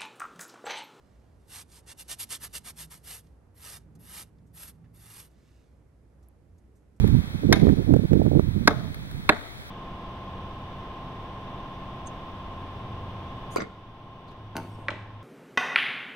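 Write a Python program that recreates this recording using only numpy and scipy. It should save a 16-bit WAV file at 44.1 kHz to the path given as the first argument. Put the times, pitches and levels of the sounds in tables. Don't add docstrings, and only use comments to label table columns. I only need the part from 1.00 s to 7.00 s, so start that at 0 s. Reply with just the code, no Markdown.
import sys
import numpy as np
from scipy import signal
from scipy.fft import rfft, irfft
from scipy.io import wavfile

SR = 44100
rng = np.random.default_rng(int(sys.argv[2]) if len(sys.argv) > 2 else 0)


def to_wav(sig):
    pcm = np.clip(np.atleast_2d(sig), -1, 1) * 32767
    pcm = np.round(pcm).astype(np.int16)
    wavfile.write(sys.argv[1], SR, pcm.T)


N = 264600
TIME = np.arange(N) / SR
FREQ = np.maximum(np.fft.rfftfreq(N, 1 / SR), 1)


def undb(db):
    return 10 ** (np.asarray(db) / 20)


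def unit(x):
    return x / np.sqrt(np.mean(x ** 2))


def column(values):
    return np.array(values)[:, None]


def over_hz(rows):
    hz, value = np.transpose(rows)
    return np.interp(np.log(FREQ), np.log(hz), value)


def shape(x, response):
    return irfft(rfft(x) * response, N)


def rolloff(hz, order):
    return 1 / (1 + (FREQ / hz) ** order)


def resonance(hz, width_hz):
    return 1 / (1 + 1j * (FREQ ** 2 - hz ** 2) / (FREQ * width_hz))


def bump(centre_s, half_s):
    return np.exp(-((TIME - centre_s) / half_s) ** 2)


def walk(rate_hz):
    return unit(shape(rng.standard_normal(N), rolloff(rate_hz, 4)))


def slips(per_s, spread_db):
    hits = (rng.random(N) < per_s / SR) * rng.standard_normal(N)
    return unit(hits * undb(spread_db * rng.standard_normal(N)))


def distant_noise(colour, wide_hz):
    mid, side = shape(rng.standard_normal((2, N)), undb(over_hz(colour)))
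    side = shape(side, 0.84 * FREQ / (FREQ + wide_hz))
    return unit(mid + side * column([1, -1]))


# f/Hz, level/dB
FLOOR_SPECTRUM = [(20, -20), (40, -14), (60, -1.5), (90, -5.5), (145, -11.5), (230, -15.5), (450, -20.5),
                  (950, -37.5), (2000, -41), (3400, -51), (9000, -52), (11500, -51), (12700, -59)]
def background(floor_db=-58.5, hum_hz=60.4, hum_db=-63):
    floor = undb(floor_db) * distant_noise(FLOOR_SPECTRUM, wide_hz=220)
    hum = np.sqrt(2) * undb(hum_db + 2.7 * walk(3.1)) * np.sin(2 * np.pi * hum_hz * TIME)
    return floor + hum


# f/Hz, level/dB
TYRE_SPECTRUM = [(150, -15), (450, 0), (850, -2), (1400, -10), (2200, -22), (8000, -45)]
def tyres(start_db=-68.5, fade_db_per_s=1.46):
    level_db = start_db - fade_db_per_s * TIME + 1.5 * walk(2.6)
    return undb(level_db) * distant_noise(TYRE_SPECTRUM, wide_hz=200.6)


# centre t/s, half length/s, level/dB
RUSTLE_SWELLS = [(0.108, 0.26, -77), (4.495, 0.21, -73.5)]
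# f/Hz, level/dB
RUSTLE_SPECTRUM = [(400, -6), (1500, 3), (2800, 0.5), (5800, -2.5), (8500, -6.5), (12500, -12)]
def rustle():
    fibres = unit(shape(slips(per_s=9000, spread_db=0), undb(over_hz(RUSTLE_SPECTRUM))))
    return fibres * sum(undb(db) * bump(centre, half) for centre, half, db in RUSTLE_SWELLS)


# start t/s, end t/s, start f/Hz, end f/Hz, level/dB
ENGINE_NOTES = [(.1, 1.54, 82, 118, -69), (1.302, 2.42, 162.8, 158, -65.5), (2.1, 3.0, 80, 114, -64),
                (2.652, 4.5, 163, 160.2, -65.5), (3.2, 4.35, 111.9, 109, -61), (5.1, 5.75, 80, 92, -62.5)]
def engines():
    out = np.zeros(N)
    for start, end, start_hz, end_hz, db in ENGINE_NOTES:
        progress = np.clip((TIME - start) / (end - start), 0, 1)
        hz = (start_hz + (end_hz - start_hz) * progress) * (1 + 0.0165 * walk(8.14))
        swell = np.sqrt(np.abs(np.sin(np.pi * progress))) * undb(db + 3.3 * walk(7.3))
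        out += np.sqrt(2) * swell * np.sin(2 * np.pi * np.cumsum(hz) / SR)
    return out


# f/Hz, level/dB
FRICTION_SPECTRUM = [(150, -17), (350, -10), (600, -9.5), (950, -7), (1750, -6.5), (2350, -7.5), (3600, -7),
                     (5000, -7), (7000, -7.5), (8200, -4), (9200, 0.5), (11400, 4), (12400, -5.5),
                     (13300, -16)]
# f/Hz, width/Hz, level/dB re friction
BLADE_MODES = [(1292, 58, -5.5), (1830, 160, -17.5), (2784, 45, -2.5), (2990, 80, -9), (3630, 150, -10.5),
               (4770, 130, -9), (5840, 160, -9), (8630, 130, -20), (11330, 140, -14)]
def rubbing(drive):
    grip = undb(0.9 * walk(51) + walk(400))
    friction = slips(per_s=26000, spread_db=2) * grip
    steel = 1 + sum(undb(db) * resonance(hz, width) for hz, width, db in BLADE_MODES)
    colour = undb(over_hz(FRICTION_SPECTRUM)) * steel
    crossovers = [rolloff(hz, 12) for hz in (2200, 7500, 10300)]
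    bands = np.diff(crossovers, axis=0, prepend=0, append=1)
    gains = undb(column([-0.5, -0.8, -0.8, -1.2])) * drive
    return sum(gain * unit(shape(friction, colour * band)) for gain, band in zip(gains, bands))


# level/dB for body, rasp, sheen, fizz
LIGHT_CONTACT_DB = [1.5, 0, -2, -4.5]
# start t/s, fastest t/s, end t/s, rasp drive/dB, body/dB re rasp, fizz/dB re rasp
QUICK_STROKES = [ (0.468, 0.588, 0.64, -50, -5.5, -3.5), (0.672, 0.769, 0.82, -60, -7, -7),
                 (0.858, 0.911, .94, -51, -5, -12), (0.97, 1.01, 1.04, -50, -10.5, -0.5),
                 (1.074, 1.119, 1.157, -42.5, -8, -6), (1.183, 1.214, 1.254, -42.5, -11, 2),
                 (1.287, 1.33, 1.38, -40.5, -9, -5), (1.397, 1.448, 1.484, -48.5, -4, 2),
                 (1.524, 1.562, 1.5957, -41.5, -9, -1.5), (1.634, 1.691, 1.724, -48, -4, -0.5),
                 (1.756, 1.81, 1.869, -49, -6.5, 2), (1.898, 1.92, 1.998, -55.5, -4, 0.5),
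                 (2.027, 2.112, 2.2215, -50, -6, 2)]
def strokes(sheen_db=0.3, creep_db=-27.5):
    speed_power = 1.51 * column([1.15, 1.08, 0.95, 0.9])
    creep_gain = undb(creep_db + column(LIGHT_CONTACT_DB))
    drive = np.zeros((4, N))
    for start, fastest, end, db, body_db, fizz_db in QUICK_STROKES:
        speed = np.sin(np.pi / 2 * np.interp(TIME, [start, fastest, end], [0, 1, 0]))
        creep = creep_gain * bump((start + end) / 2, 0.92 * (end - start))
        full_db = db + column([body_db, 0, sheen_db, fizz_db])
        drive += undb(full_db) * (speed ** speed_power + creep)
    return drive


# centre t/s, half length/s, level/dB
RUMBLE_SWELLS = [(1.547, 0.51, -62), (2.97, 0.24, -54.5), (3.431, 0.084, -57), (3.834, 0.22, -59.5)]
# f/Hz, level/dB
RUMBLE_SPECTRUM = [(40, -16), (80, -1.5), (120, 4), (200, 0.5), (300, -9.5), (600, -28), (1500, -46.5),
                   (4000, -68.5)]
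def traffic_rumble():
    swells = sum(undb(db) * bump(centre, half) for centre, half, db in RUMBLE_SWELLS)
    return swells * distant_noise(RUMBLE_SPECTRUM, wide_hz=260)


# t/s, peak level/dB, f/Hz, width/Hz, length/s
HANDLING_TICKS = [(2.268, -63, 4210, 6120, 0.0036), (2.951, -57, 7540, 12200, 0.0089),
                  (3.383, -67.5, 3920, 3970, 0.0063), (3.462, -68.5, 8400, 7000, 0.018),
                  (3.839, -64.5, 1550, 1500, 0.018), (5.225, -66, 6900, 9050, .014),
                  (5.286, -47.5, 11500, 1400, .00045), (5.579, -66.5, 6900, 7000, .012),
                  (5.75, -65.5, 8140, 9000, 0.026), (5.96, -69, 7850, 8000, 0.013)]
def ticks():
    out = np.zeros(N)
    for start, db, hz, width, length in HANDLING_TICKS:
        age = np.maximum(TIME - start, 0) / length
        burst = rng.standard_normal(N) * age * np.exp(-2 * age)
        tick = shape(burst, resonance(hz, width) ** 2)
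        out += undb(db) * tick / np.abs(tick).max()
    return out


# level/dB for body, rasp, sheen
GLIDE_DB = [-3.5, 0.5, 1]
PRESSURE_POWERS = [1, 1.1, 1.22, 0.67]
# start t/s, firmest t/s, end t/s, rasp drive/dB,
# landing and stop pressure/dB re firmest, fizz/dB re rasp
SLOW_WIPES = [ (2.536, 2.687, 2.8, -50.5, -22.5, -5, -.5), (2.982, 3.189, 3.255, -50, -21, -2, 2),
              (3.527, 3.61, 3.728, -55.5, -10.5, -3.5, 6.5), (3.927, 4.191, 4.296, -56, -15.5, -13.5, 1.5)]
def wipes(attack_s=0.02, release_s=0.032, bend=1.33, trail_db=-28, trail_s=0.043):
    drive = np.zeros((4, N))
    for start, firmest, end, db, landing_db, stop_db, fizz_db in SLOW_WIPES:
        full_db = db + column([*GLIDE_DB, fizz_db])
        landing = np.interp(TIME, [start + attack_s, firmest], [1, 0]) ** bend
        easing = np.interp(TIME, [firmest, end - release_s], [0, 1]) ** bend
        pressure_db = landing_db * landing + stop_db * easing
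        contact = np.interp(TIME, [start, start + attack_s, end - release_s, end], [0, 1, 1, 0]) ** 2
        drive += contact * undb(full_db + column(PRESSURE_POWERS) * pressure_db)
        drive += undb(full_db + trail_db + column(LIGHT_CONTACT_DB)) * bump(end, trail_s)
    return drive


# left lag/ms, right lag/ms, level/dB
ECHO_PATHS = [(.45, 0.849, -13), (1.399, 1.08, -11), (2.102, 2.5, -16), (3.9, 3.3, -12)]
def close_echoes(x, sway_ms, dull_hz):
    dulled = shape(x, rolloff(dull_hz, 8))
    out = np.zeros((2, N))
    for left_ms, right_ms, db in ECHO_PATHS:
        lag_ms = column([left_ms, right_ms]) + sway_ms * walk(2.84)
        out += undb(db) * np.interp(TIME - lag_ms / 1000, TIME, dulled)
    return out


def reflections(x, gap_s, t60_s, db, dull_hz):
    response = rng.standard_normal((2, N)) * (TIME > gap_s) * undb(-60 * TIME / t60_s)
    response /= np.sqrt(np.sum(response ** 2, axis=1, keepdims=True))
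    return undb(db) * shape(x, rfft(response) * rolloff(dull_hz, 8))


def scene():
    knife = rubbing(strokes() + wipes()) + rustle() + ticks()
    table = reflections(knife, gap_s=0.0011, t60_s=0.015, db=-14, dull_hz=13900)
    room = reflections(knife, gap_s=0.008, t60_s=0.23, db=-26, dull_hz=7560)
    echoes = close_echoes(knife, sway_ms=0.19, dull_hz=8140)
    return knife + echoes + table + room + background() + tyres() + engines() + traffic_rumble()


# f/Hz, left minus right level/dB
BALANCE_DB = [(60, -1.5), (150, -3.5), (400, -3), (1150, -3), (2100, -5), (3800, -5), (6800, -3), (9000, 0)]
# f/Hz, left lead/rad
LEAD_RAD = [(1500, 0), (3100, -.8), (4200, -.3), (7800, -.9), (8900, .3), (9500, 1.6), (10350, 3.14),
            (11000, 4.7), (11700, 5.8), (12800, 7.3)]
def record(dry, top_hz=12800):
    split = column([0.5, -0.5])
    ports = undb(split * over_hz(BALANCE_DB)) * np.exp(1j * split * over_hz(LEAD_RAD))
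    top_cut = signal.ellip(8, 0.2, 70, top_hz, fs=SR, output="sos")
    return signal.sosfilt(top_cut, shape(dry, ports))


dry = scene()
out = record(dry)
to_wav(out)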